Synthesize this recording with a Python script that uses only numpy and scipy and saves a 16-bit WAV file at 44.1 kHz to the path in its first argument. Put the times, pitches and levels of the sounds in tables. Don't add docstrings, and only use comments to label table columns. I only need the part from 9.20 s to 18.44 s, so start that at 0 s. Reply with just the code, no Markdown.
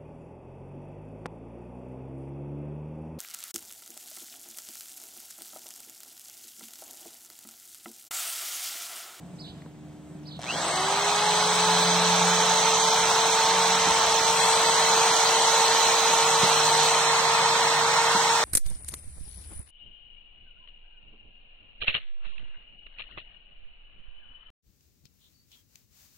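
import sys
import numpy as np
from scipy import signal
from scipy.fft import rfft, irfft, next_fast_len
from scipy.io import wavfile
from scipy.ndimage import uniform_filter1d

SR = 44100
rng = np.random.default_rng(int(sys.argv[2]) if len(sys.argv) > 2 else 0)


def bounce(signal):
    frames = np.transpose(np.atleast_2d(signal))
    limited = np.clip(frames, -1, 1)
    pcm = np.round(limited * 32767).astype(np.int16)
    wavfile.write(sys.argv[1], SR, pcm)


def undo_db(level):
    steps = np.asarray(level, float) / 20
    return 10 ** steps


N = 407484
T = np.arange(N) / SR
HZ = np.maximum(np.fft.rfftfreq(N, 1 / SR), 1)
SWITCH_S, MAINS_BEAT_HZ = 1.19, 120


def rms_one(x):
    return x / np.sqrt(np.mean(x ** 2) + 1e-20)


def in_time(rows, start=0):
    s, *columns = np.transpose(rows)
    return [np.interp(T - start, s, c) for c in columns]


def at_hz(rows, hz, axis=1):
    return np.interp(np.log(hz), np.log(np.array(rows)[:, 0]), np.array(rows)[:, axis])


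def bumps(s, half, flat=2):
    return np.exp(-abs((T - np.c_[s]) / np.c_[half]) ** flat)


def bandpass(x, order, low_hz, high_hz):
    return signal.sosfilt(signal.butter(order, [low_hz, high_hz], "band", fs=SR, output="sos"), x)


def drift(rate):
    r = np.exp(-128 * np.pi * rate / SR)
    slow = signal.lfilter([1], [1, -2 * r, r * r], rng.standard_normal(N // 64 + 2002))[2000:]
    return np.interp(np.arange(N) / 64, np.arange(len(slow)), rms_one(slow - slow.mean()))


def tone(hz, level_db, flutter_db):
    height = np.sqrt(2) * undo_db(level_db + flutter_db * drift(6.1))
    turns = np.cumsum(hz + 0 * T) / SR + rng.random()
    return height * np.sin(2 * np.pi * turns)


def ring(clicks, hz, t60):
    r, w = undo_db(-60 / (t60 * SR)), 2 * np.pi * hz / SR
    return signal.lfilter([0, np.sin(w)], [1, -2 * r * np.cos(w), r * r], clicks + 1e-18)


# pitch_hz, left_db (per Hz), right_db (per Hz), likeness (-1 to 1)
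PORTS = [(240, -28.5, -28, 0.99), (580, -11.5, -12.5, 1), (944, -5.5, -5.5, 0.94),
         (1625, -13.5, -12.5, 0.52), (2630, -14.5, -15, 0.12), (3250, -13, -15, 0.93),
         (4100, -15.5, -9.5, 0.32), (4500, -13, -15.5, 0.28), (6490, -24, -10.5, 0.18),
         (6330, -23, -8.5, -0.24), (7200, -13, -14, -0.41), (8170, -10.5, -20.5, -0.38),
         (9480, -26, -30, -0.35), (12500, -33, -32.5, 0.073), (15500, -40, -28, -0.15)]
ONE_SOURCE = .6


def stereo_noise(left_db, right_db):
    alike = at_hz(PORTS, HZ, axis=3)
    one, other = rfft(rng.standard_normal((2, N)))
    share = np.clip(np.maximum(abs(alike), ONE_SOURCE), .01, .995)
    late = np.exp(-1j * np.arccos(np.clip(alike / share, -1, 1)))
    right = share * late * one + np.sqrt(1 - share ** 2) * other
    return np.array([undo_db(left_db) * one, undo_db(right_db) * right])


# pitch_hz, level_db (per Hz)
AIR = [(15, -28), (30, -18), (64, -9), (120, -4.5), (165, 2), (260, -7), (420, -16.5), (700, -14),
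       (1200, -24.5), (2500, -28.5), (5400, -36), (8000, -32.5), (9000, -40.5), (15800, -46)]
AIR_DB = -47.5
# start_s, level_db
RUMBLE = [(0, -1), (1.4, -7), (1.8, -2), (2.4, 1), (4.2, -2), (4.7, 9), (5.2, 1), (5.5, -1), (7.3, -1),
          (7.65, -6), (7.9, 1), (8.5, -5), (9.24, -3)]


def outdoor_air():
    colour = at_hz(AIR, HZ)
    spectra = stereo_noise(colour, colour)
    low = irfft(spectra * (HZ < 105), N)
    air = irfft(spectra, N)
    gusts = undo_db(.7 * drift(4))
    air = air + low * (undo_db(in_time(RUMBLE)[0] + 2.5 * drift(5)) - 1)
    return undo_db(AIR_DB) * rms_one(air) * gusts


# start_s, level_db
INSECTS = [(0, -69), (.15, -65), (.35, -70), (.6, -75), (.78, -72), (.9, -66), (1.05, -75), (9.24, -74)]


def insects():
    shimmer = bandpass(rng.standard_normal((2, N)), 2, 7300, 8600)
    return undo_db(*in_time(INSECTS)) * rms_one(shimmer)


# pitch_hz, level_db (rms)
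DRONE = [(75.4, -71.5), (150.7, -61), (226.1, -69), (301.5, -63.5), (382, -72)]
# start_s, level_db
DRONE_SWELL = [(0, 7.5), (.8, 11.5), (1.5, 12.5), (2.2, 6.5), (4, 5.5), (6, -10), (9.24, 4)]


def drone():
    return undo_db(*in_time(DRONE_SWELL)) * sum(tone(f, db, 2.0) for f, db in DRONE)


# start_s (centre), pitch_hz, level_db, half_length_s
SWELLS = [
    (0, 177, -49.5, .4),
    (1.8, 171, -49, 0.94),
    (2.196, 173, -44, 0.25),
    (2.844, 174.3, -32, 0.4),
    (3.705, 176, -46, 0.52),
    (4.495, 180.2, -43.5, 0.19),
    (5.204, 172.6, -46.5, 0.68),
    (5.908, 164, -62, 0.42),
    (7.294, 154, -46.5, 0.48),
    (8.298, 151.6, -47.5, 0.81),
]


def engine():
    s, hz, db, half = np.transpose(SWELLS)
    return tone(np.interp(T, s, hz), 0, 1.2) * (undo_db(db) @ bumps(s, half, flat=3))


# start_s (within the call), pitch_hz, level_db, roughness (0 up)
CALL = [(-.025, 5900, -20, .6), (-.004, 4900, -26, .6), (0, 3700, -13, .05), (.012, 4700, -4, .05),
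        (.025, 5150, 0, .1), (.035, 4050, -2, .3), (.048, 4500, -13, .8), (.058, 3650, -1, .5),
        (.075, 4000, -3, 1.1), (.115, 3550, -5, 1.2), (.145, 3300, -22, 1.2)]
# start_s, level_db
CALLS_AT = [
    (0.186, -44.5),
    (1.056, -45),
]
TAIL_DB, TAIL_T60_S = -42, .6


def bird():
    out = np.zeros(N)
    for s, db in CALLS_AT:
        hz, level_db, rough = in_time(CALL, s)
        wobble_hz = 400 * rough * drift(259)
        chop_hz = 330 + 60 * rough * drift(55)
        chop = .5 + .5 * np.cos(2 * np.pi * np.cumsum(chop_hz) / SR)
        whistle = 2 * np.sin(2 * np.pi * np.cumsum(hz + wobble_hz) / SR)
        out += undo_db(db + level_db) * chop * whistle * (abs(T - s - .107) < .133)
    after = T[:SR // 2]
    tail = undo_db(TAIL_DB - 60 * after / TAIL_T60_S) * rng.standard_normal(len(after)) * (after > .01)
    return out + .3 * np.roll(out, 620) + signal.fftconvolve(out, tail)[:N]


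def background():
    far = (drone() + engine()) * undo_db([[-.3], [.3]]) + bird() * undo_db([[-2.5], [2.5]])
    far = np.array([np.roll(far[0], round(.00045 * SR)), far[1]])
    return outdoor_air() + insects() + far


# start_s, level_db (peak)
KNOCKS = [
    (1.193, -42),
    (4.67, -25),
    (6.9, -36),
    (7.232, -24.5),
    (8.948, -26),
]
# pitch_hz, level_db, t60_s
TUBE = [(150, -3, .08), (185, 0, .11), (235, -9, .06), (310, -12, .06), (400, -9, .07), (700, -8, .05),
        (1500, -8, .03)]


def knocks():
    at, out = [round(s * SR) for s, db in KNOCKS], np.zeros(N)
    for hz, level_db, t60 in TUBE:
        strike_db = np.array(KNOCKS)[:, 1] + level_db - 1.5 + rng.normal(0, 1.5, len(at))
        clicks = np.zeros(N)
        clicks[at] = undo_db(strike_db) * rng.choice([-1, 1], len(at))
        out += ring(clicks, hz, t60)
    return bandpass(out, 2, 110, 2200)


GRIND_DB, GRIND_T60_S = -13, .3


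def grind():
    shape = 0
    for s, db in KNOCKS:
        shape = shape + undo_db(db + GRIND_DB - 60 * np.maximum(T - s, 0) / GRIND_T60_S) * (T > s)
    return shape * rms_one(bandpass(rng.standard_normal(N), 2, 150, 420))


# start_s, level_db (peak), brightness_hz
TICKS = [(.42, -43, 950), (.461, -38, 620), (1.167, -42, 7500), (1.192, -33, 4500), (1.198, -31, 2800),
         (1.208, -36, 3500), (1.2165, -26, 4000), (1.225, -33, 3000), (1.2335, -24, 3000),
         (1.242, -26, 2000), (1.25, -30, 3500), (1.276, -30, 5000), (7.204, -17, 2000), (7.224, -11, 2000),
         (7.231, -14, 3300), (7.236, -17, 1800)]
THUMP_HZ, THUMP_DB, THUMP_T60_S = 705, -29.5, 0.035


def ticks():
    out = np.zeros(N)
    n = np.arange(400)
    for s, db, hz in TICKS:
        at = round(s * SR)
        burst = rng.standard_normal(400) * np.exp(-n / (max(.001, 1.5 / hz) * SR))
        crack = bandpass(burst, 1 + 2 * (hz < 1000), hz * .45, hz * 1.9)
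        out[at:at + 400] += undo_db(db) * crack / np.abs(crack).max()
    push = undo_db(THUMP_DB) * (np.arange(N) == round((SWITCH_S + .002) * SR))
    out += ring(push, THUMP_HZ, THUMP_T60_S)
    return signal.sosfilt(signal.butter(4, 8600, fs=SR, output="sos"), out)


TOP_SPEED, CREEP_PER_S = 446.7, 1.54
# lack_turns_per_s, time_constant_s
WIND_UP = [(216.8, .116), (150.7, .311), (36.5, 1.03)]


def rotor_speed():
    on = np.maximum(T - SWITCH_S, 0)
    return TOP_SPEED + CREEP_PER_S * on - sum(lack * np.exp(-on / tau) for lack, tau in WIND_UP)


# start_s, nearness_db, facing_db (vents towards the ports), left_right_db
HOLD = [(1.19, -1.5, -5, -2.5), (2.0, 0, 0, -1.5), (2.8, 0, 1, -4.5), (3.9, -1, 1.5, -4.5),
        (4.6, -1, 1, -4.5), (5.05, -1.5, 1.5, -7), (5.2, 0, 1, 1.5), (5.6, -0.5, 0.5, -5), (6.4, 0, 1, -4),
        (7.2, -1, 1.5, -3.5), (7.65, 0, 1.5, -4), (7.85, -2.5, -1.5, -3), (8.7, -3.5, -2, -2.5),
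        (9.24, -3.5, -1.5, -4.5)]
# start_s (centre), nearness_change_db, facing_change_db, half_length_s
JOLTS = [
    (2.35, -1.5, 4, 0.01),
    (4.827, 0, -3, 0.022),
    (5.15, -2, 0, 0.035),
    (7.242, 2, -1.5, 0.023),
    (7.324, 0.5, -2.5, 0.036),
]


def held():
    near_db, facing_db, pan_db = in_time(HOLD)
    s, near, facing, half = np.transpose(JOLTS)
    shape = bumps(s, half)
    return near_db + near @ shape, facing_db + facing @ shape, pan_db


# pitch_hz, half_width_hz, grip1_db,
# grip2_db, grip3_db
DIPS = [(1665, 81, 0.5, -1.5, 0), (1830, 35, -2, 0.5, 0), (2415, 110, -1, 0.5, -3.5),
        (2640, 52, 1.7, 4.5, 0), (2796, 130, -2, -1, -4.5), (3290, 220, 1, -.5, 0.2),
        (3690, 130, -0.5, -3.5, -1), (4070, 160, 1.5, -0.5, -0.5), (4500, 140, -2, -3, 1),
        (4800, 73, -1.5, -1.5, -0.5), (5270, 73, 0, -4.5, -3), (6060, 300, 3, 3, 1), (7200, 150, 0, 2, -4),
        (7200, 133, -10.5, -3.5, 3.5), (7540, 180, -2, -2, 1.5), (8810, 140, -4.5, -1.5, 1.5),
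        (9720, 300, -2.5, 3, 3), (10695, 170, -9, -8, -9), (11060, 70, 3, -5, -8), (12550, 120, -1, -3, -5),
        (8200, 81, 0.5, 1.5, -0.5), (8480, 79, -3, -1.5, -1), (9300, 100, 2, 5, 5), (9930, 230, 0, 2, 2),
        (10400, 110, -2, -1, -5), (10900, 90, 0, 7, 5), (11300, 97, -4, -4, -2), (11500, 150, -3, 1, 4),
        (11800, 170, 2, 4, 5), (12290, 100, -3, -5, 3), (12900, 140, -2, -6, 0), (13070, 100, 0, 7, -4),
        (13400, 170, 0, 1, -1), (14300, 150, -2, -3.5, -3), (14570, 90, -5, 8, 0), (15200, 110, 0, 2, 1)]
# pitch_hz, half_width_hz, grip1_db, grip2_db, grip3_db (of their difference)
APART = [(1150, 180, -10, -3, -4), (1410, 170, -1, 3, 2.5), (2060, 380, -1, -1.5, 2),
         (2570, 220, .5, -1, 4), (3080, 170, 2, 0, 7.5), (3650, 140, -9.5, 1, 7), (4150, 170, -0.5, 5, 8.5),
         (5150, 270, -5.5, -2, 5), (6050, 670, 0, 0.5, 3), (6800, 180, -4, 1, -3), (7290, 130, 11, -1, -1)]
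REGRIP_S, REGRIP_TAKES_S = [5.1, 7.82], .08
ECHO_DB, ECHO_FIRST_S, ECHO_LAST_S = -23, .0025, .012


def grip_curve(rows, hz, grip):
    return undo_db(sum(row[2 + grip] * np.exp(-((hz - row[0]) / row[1]) ** 2) for row in rows))


def surroundings(x, count=10):
    both, apart = rfft([x[0] + x[1], x[0] - x[1]]) / 2
    hz = np.arange(0, SR / 2 + 5, 5.)
    lasting = rng.uniform(ECHO_FIRST_S, ECHO_LAST_S, count // 2)
    regrips = [np.clip((T - s) / REGRIP_TAKES_S + .5, 0, 1) for s in REGRIP_S]
    changed = [0 * T + 1] + regrips + [0 * T]
    out = 0
    for grip in range(3):
        colour, width = grip_curve(DIPS, hz, grip), grip_curve(APART, hz, grip)
        delays = np.append(lasting, rng.uniform(ECHO_FIRST_S, ECHO_LAST_S, count // 2))
        echoes = sum(np.exp(-2j * np.pi * hz * s) for s in delays)
        echoes = undo_db(ECHO_DB) * np.clip(hz / 1500 - .4, 0, 1) * echoes
        path = np.interp(HZ, hz, colour * (1 + echoes))
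        heard = irfft(path * [both, apart * np.interp(HZ, hz, width)], N)
        out = out + (changed[grip] - changed[grip + 1]) * heard
    return np.array([out[0] + out[1], out[0] - out[1]]) * (T > SWITCH_S - .005)


# multiple, grip1_db, grip2_db, grip3_db (rms), left_right_db
ORDERS_LOW = [(3, -44, -43, -42, -4), (4, -54, -52, -43, -4), (5.25, -47, -52, -56, 0),
              (6, -49, -55, -56, -2), (7.9, -58, -56, -45, 0), (8, -46, -52, -53, 0),
              (9, -51, -56, -58, -3), (14, -56, -56, -49, -4), (15, -58, -54, -50, 0),
              (16, -60, -60, -53, 3), (18, -60, -58, -50, 6)]
ORDERS_HIGH = [(20, -64, -59, -66, 4), (22, -63, -65, -70, 2), (23, -68, -63, -67, 2),
               (25, -68, -70, -65, 0), (26, -72, -65, -70, 0), (27, -67, -70, -67, 0),
               (28, -78, -78, -73, -3), (30, -78, -78, -68, -3), (32, -73, -75, -80, 0),
               (33.2, -80, -80, -73, 0), (36, -61, -61, -61, -3)]


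def orders(rows):
    speed, out = rotor_speed(), 0
    times = np.add.outer(REGRIP_S, [-REGRIP_TAKES_S, REGRIP_TAKES_S]).ravel()
    for k, first, second, third, pan_db in rows:
        level_db = np.interp(T, times, [first, second, second, third]) + 60 * np.log10(speed / TOP_SPEED)
        out = out + tone(k * speed, level_db, 2.5) * undo_db([[pan_db / 2], [-pan_db / 2]])
    return out * (T > SWITCH_S)


# level_db (at top speed), power_of_speed, nearness_share
HUM_LAW = [(-33, 4.6, .8), (-32, 4.5, .4)]
WHOOSH_DB, WHOOSH_POWER, WHOOSH_WIDTH_HZ = -32, 2.1, 160


def hum(speed, speed_db):
    near_db = held()[0]
    first_db, second_db = [db + power * speed_db + near * near_db for db, power, near in HUM_LAW]
    unbalance = tone(speed, first_db, 0.9)
    shake = np.array([unbalance, np.roll(unbalance, 4)])
    shake = shake + tone(2 * speed, second_db, 2.0)
    whoosh = tone(2 * speed, WHOOSH_DB + WHOOSH_POWER * speed_db, 0) * drift(WHOOSH_WIDTH_HZ)
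    take_up = np.clip(np.maximum(T - SWITCH_S, 0) / 0.16, 0, 1)
    return (shake + whoosh * take_up) * undo_db([[-.5], [.5]]) * (T > SWITCH_S)


# pitch_hz, level_db
SLOTS_OUT = [(500, -75), (2000, -55), (2250, -40), (2780, -30), (3100, -36), (3450, -40), (3650, -46),
             (4300, -47), (4600, -50), (5350, -47), (5500, -49)]
# pitch_hz, level_db
BEAT_OUT = [(2000, -78), (4000, -58), (4700, -48), (5250, -48), (5330, -50), (5358, -48), (5368, -43),
            (5400, -43)]
# pitch_hz, level_db, left_right_db
BARS_OUT = [(1500, -75, 8), (3700, -50, 8), (4600, -62, 8), (6950, -62, 10), (7200, -42, 11),
            (8250, -40, 11), (8900, -50, 8), (9700, -55, 6), (10400, -60, 4), (10800, -65, 3),
            (10900, -58, 5), (10950, -58, 3)]


def whines(speed, throb):
    slot_hz, bar_hz = 12 * speed, 24 * speed
    side_hz = slot_hz - MAINS_BEAT_HZ
    depth = np.clip(1.5 * throb - .1, 0, 1)
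    beat = 1 + depth * np.cos(2 * np.pi * MAINS_BEAT_HZ * (T - 1.1905))
    slots = tone(slot_hz, at_hz(SLOTS_OUT, slot_hz), 1.2) * beat
    slots = slots + tone(side_hz, at_hz(BEAT_OUT, side_hz), 2.5)
    bars = tone(bar_hz, at_hz(BARS_OUT, bar_hz), 3)
    pan_db = at_hz(BARS_OUT, bar_hz, axis=2)
    both = slots * undo_db([[-1.5], [1]]) + bars * undo_db([pan_db / 2 - 1, -pan_db / 2 - 1])
    return both * (T > SWITCH_S)


# from_hz, rattle_db, top_speed_db, power_of_speed, nearness_share, facing_share
ROAR_LAW = [(102, -36, -34.5, 6.2, 0.8, -0.16), (846, -40.5, -28.5, 4, 0.7, -0.75),
            (1293, -39, -31, 4.7, 0.39, -0.42), (2926, -36.5, -29.5, 6.6, 1.57, -0.017),
            (4806, -37, -32, 4.6, 0.6, 0.49), (8700, -50.5, -49, 6.3, 0.34, 1.05)]


def roar(speed_db, throb, patch_db=0.5, fast_db=1.11, shared_db=0.0):
    near_db, facing_db, pan_db = held()
    noise = stereo_noise(at_hz(PORTS, HZ), at_hz(PORTS, HZ, axis=2))
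    swing_db = pan_db - pan_db.mean()
    tops, out = [row[0] for row in ROAR_LAW[1:]] + [16000], 0
    for (low, rattle_db, top_db, power, near, facing), high in zip(ROAR_LAW, tops):
        edges, region = np.geomspace(max(low, 400), high, 4), 0
        edges[0] = low
        for a, b in zip(edges, edges[1:]):
            band = irfft(noise * ((HZ >= a) & (HZ < b)), N)
            flicker_db = [patch_db * drift(0.74) * (a > 1200) + fast_db * drift(20.5) for side in band]
            region = region + band * undo_db(flicker_db)
        if low > 4000:
            region = region * undo_db(np.array([swing_db, -swing_db]) / 2)
        level = np.hypot(undo_db(rattle_db), undo_db(top_db + power * speed_db))
        level = level * undo_db(near * near_db + facing * facing_db)
        out = out + level * region / np.sqrt(np.mean(region.mean(axis=0) ** 2))
    throb = np.clip(throb - .1, 0, 1) ** 3
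    beat = 1 + throb * np.cos(2 * np.pi * MAINS_BEAT_HZ * (T - 1.192))
    take_up = np.clip((T - 1.186) / .2, 0, 1) ** .9
    return out * beat / np.sqrt(1 + throb ** 2 / 2) * undo_db(shared_db * drift(27)) * take_up


THROB_LEAST, THROB_HALF_SPEED, THROB_POWER = .1, 280, 6.0


def motor():
    speed = rotor_speed()
    speed_db = 20 * np.log10(speed / TOP_SPEED)
    throb = THROB_LEAST + (1 - THROB_LEAST) / (1 + (speed / THROB_HALF_SPEED) ** THROB_POWER)
    lines = whines(speed, throb) + orders(ORDERS_LOW) + orders(ORDERS_HIGH)
    return lines + surroundings(hum(speed, speed_db) + roar(speed_db, throb))


def scene():
    return background() + knocks() + grind() + ticks() + motor()


# pitch_hz, threshold_db (against the neighbourhood)
GATE = [(50, -30), (250, -19), (900, -16), (1600, -6), (2200, -4), (2750, -1), (3600, -8), (4200, -6.5),
        (4800, 0), (5500, -4.5), (6200, -5), (7200, -1), (8100, -4.5), (9000, 0), (10500, 0), (12000, 2),
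        (15800, 0.5)]
FRAME, FRAME_LEAD = 1024, 1720
WEAKER_DB = -7.5


def gate(x, scatter_db=4.0, reach_hz=1100):
    n, k = np.arange(2 * FRAME)[:, None] + .5, np.arange(FRAME) + .5
    cell_hz = k * SR / 2 / FRAME
    window = np.sqrt(2 / FRAME) * np.sin(np.pi * n / 2 / FRAME)
    basis = window * np.cos(np.pi / FRAME * (n + FRAME / 2) * k)
    count = N // FRAME + 4
    blocks = np.zeros((2, count * FRAME))
    blocks[:, FRAME_LEAD:FRAME_LEAD + N] = x[0] + x[1], x[0] - x[1]
    blocks = blocks.reshape(2, count, FRAME)
    cells = np.concatenate([blocks[:, :-1], blocks[:, 1:]], axis=2) @ basis
    power = uniform_filter1d(np.mean(cells ** 2, axis=0), size=5, axis=1)
    around = uniform_filter1d(power, round(reach_hz * 2 * FRAME / SR), axis=1)
    uneven = rng.standard_normal((count - 1, FRAME // 8))
    uneven = np.repeat(uniform_filter1d(uneven, size=3, axis=0), 8, axis=1) * np.sqrt(3)
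    loudness = power.sum(axis=1, keepdims=True) + 1e-12
    spare = (loudness / loudness.max()).clip(1e-3) ** .12
    limit = around * spare * undo_db(2 * (at_hz(GATE, cell_hz) + scatter_db * uneven))
    own = uniform_filter1d(uniform_filter1d(cells ** 2, size=13, axis=2), size=3, axis=1)
    pair = own.mean(axis=0) * undo_db(2 * (WEAKER_DB + 1.5 * uneven)) * (cell_hz > 2300)
    back = (cells * (power > limit) * (own > pair)) @ basis.T
    joined = (back[:, 1:, :FRAME] + back[:, :-1, FRAME:]).reshape(2, -1)
    mid, side = joined[:, FRAME_LEAD - FRAME:FRAME_LEAD - FRAME + N]
    return np.array([mid + side, mid - side]) / 2


# pitch_hz, depth (0-1)
RIPPLE = [(7800, 0), (8500, .6), (8900, .9), (9600, .35), (10800, .1), (11500, 0)]
RIPPLE_NOTCH_HZ, RIPPLE_STEP_HZ, TOP_HZ = 8950, 201, 15800


def treble_ripple(x):
    size = next_fast_len(N + 4096)
    hz = np.maximum(np.fft.rfftfreq(size, 1 / SR), 1)
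    depth = np.clip(at_hz(RIPPLE, hz), 0, 1)
    ripple = 1 - depth * np.exp(-2j * np.pi * (hz - RIPPLE_NOTCH_HZ) / RIPPLE_STEP_HZ)
    ripple = ripple / np.sqrt(1 + depth ** 2) * (hz < TOP_HZ)
    return irfft(rfft(x, size) * ripple, size)[:, :N]


def roll_off(x):
    return signal.sosfilt(signal.butter(12, 17090, fs=SR, output="sos"), x)


def record(dry):
    mix = gate(treble_ripple(dry))
    return roll_off(mix)


dry = scene()
out = record(dry)
bounce(out)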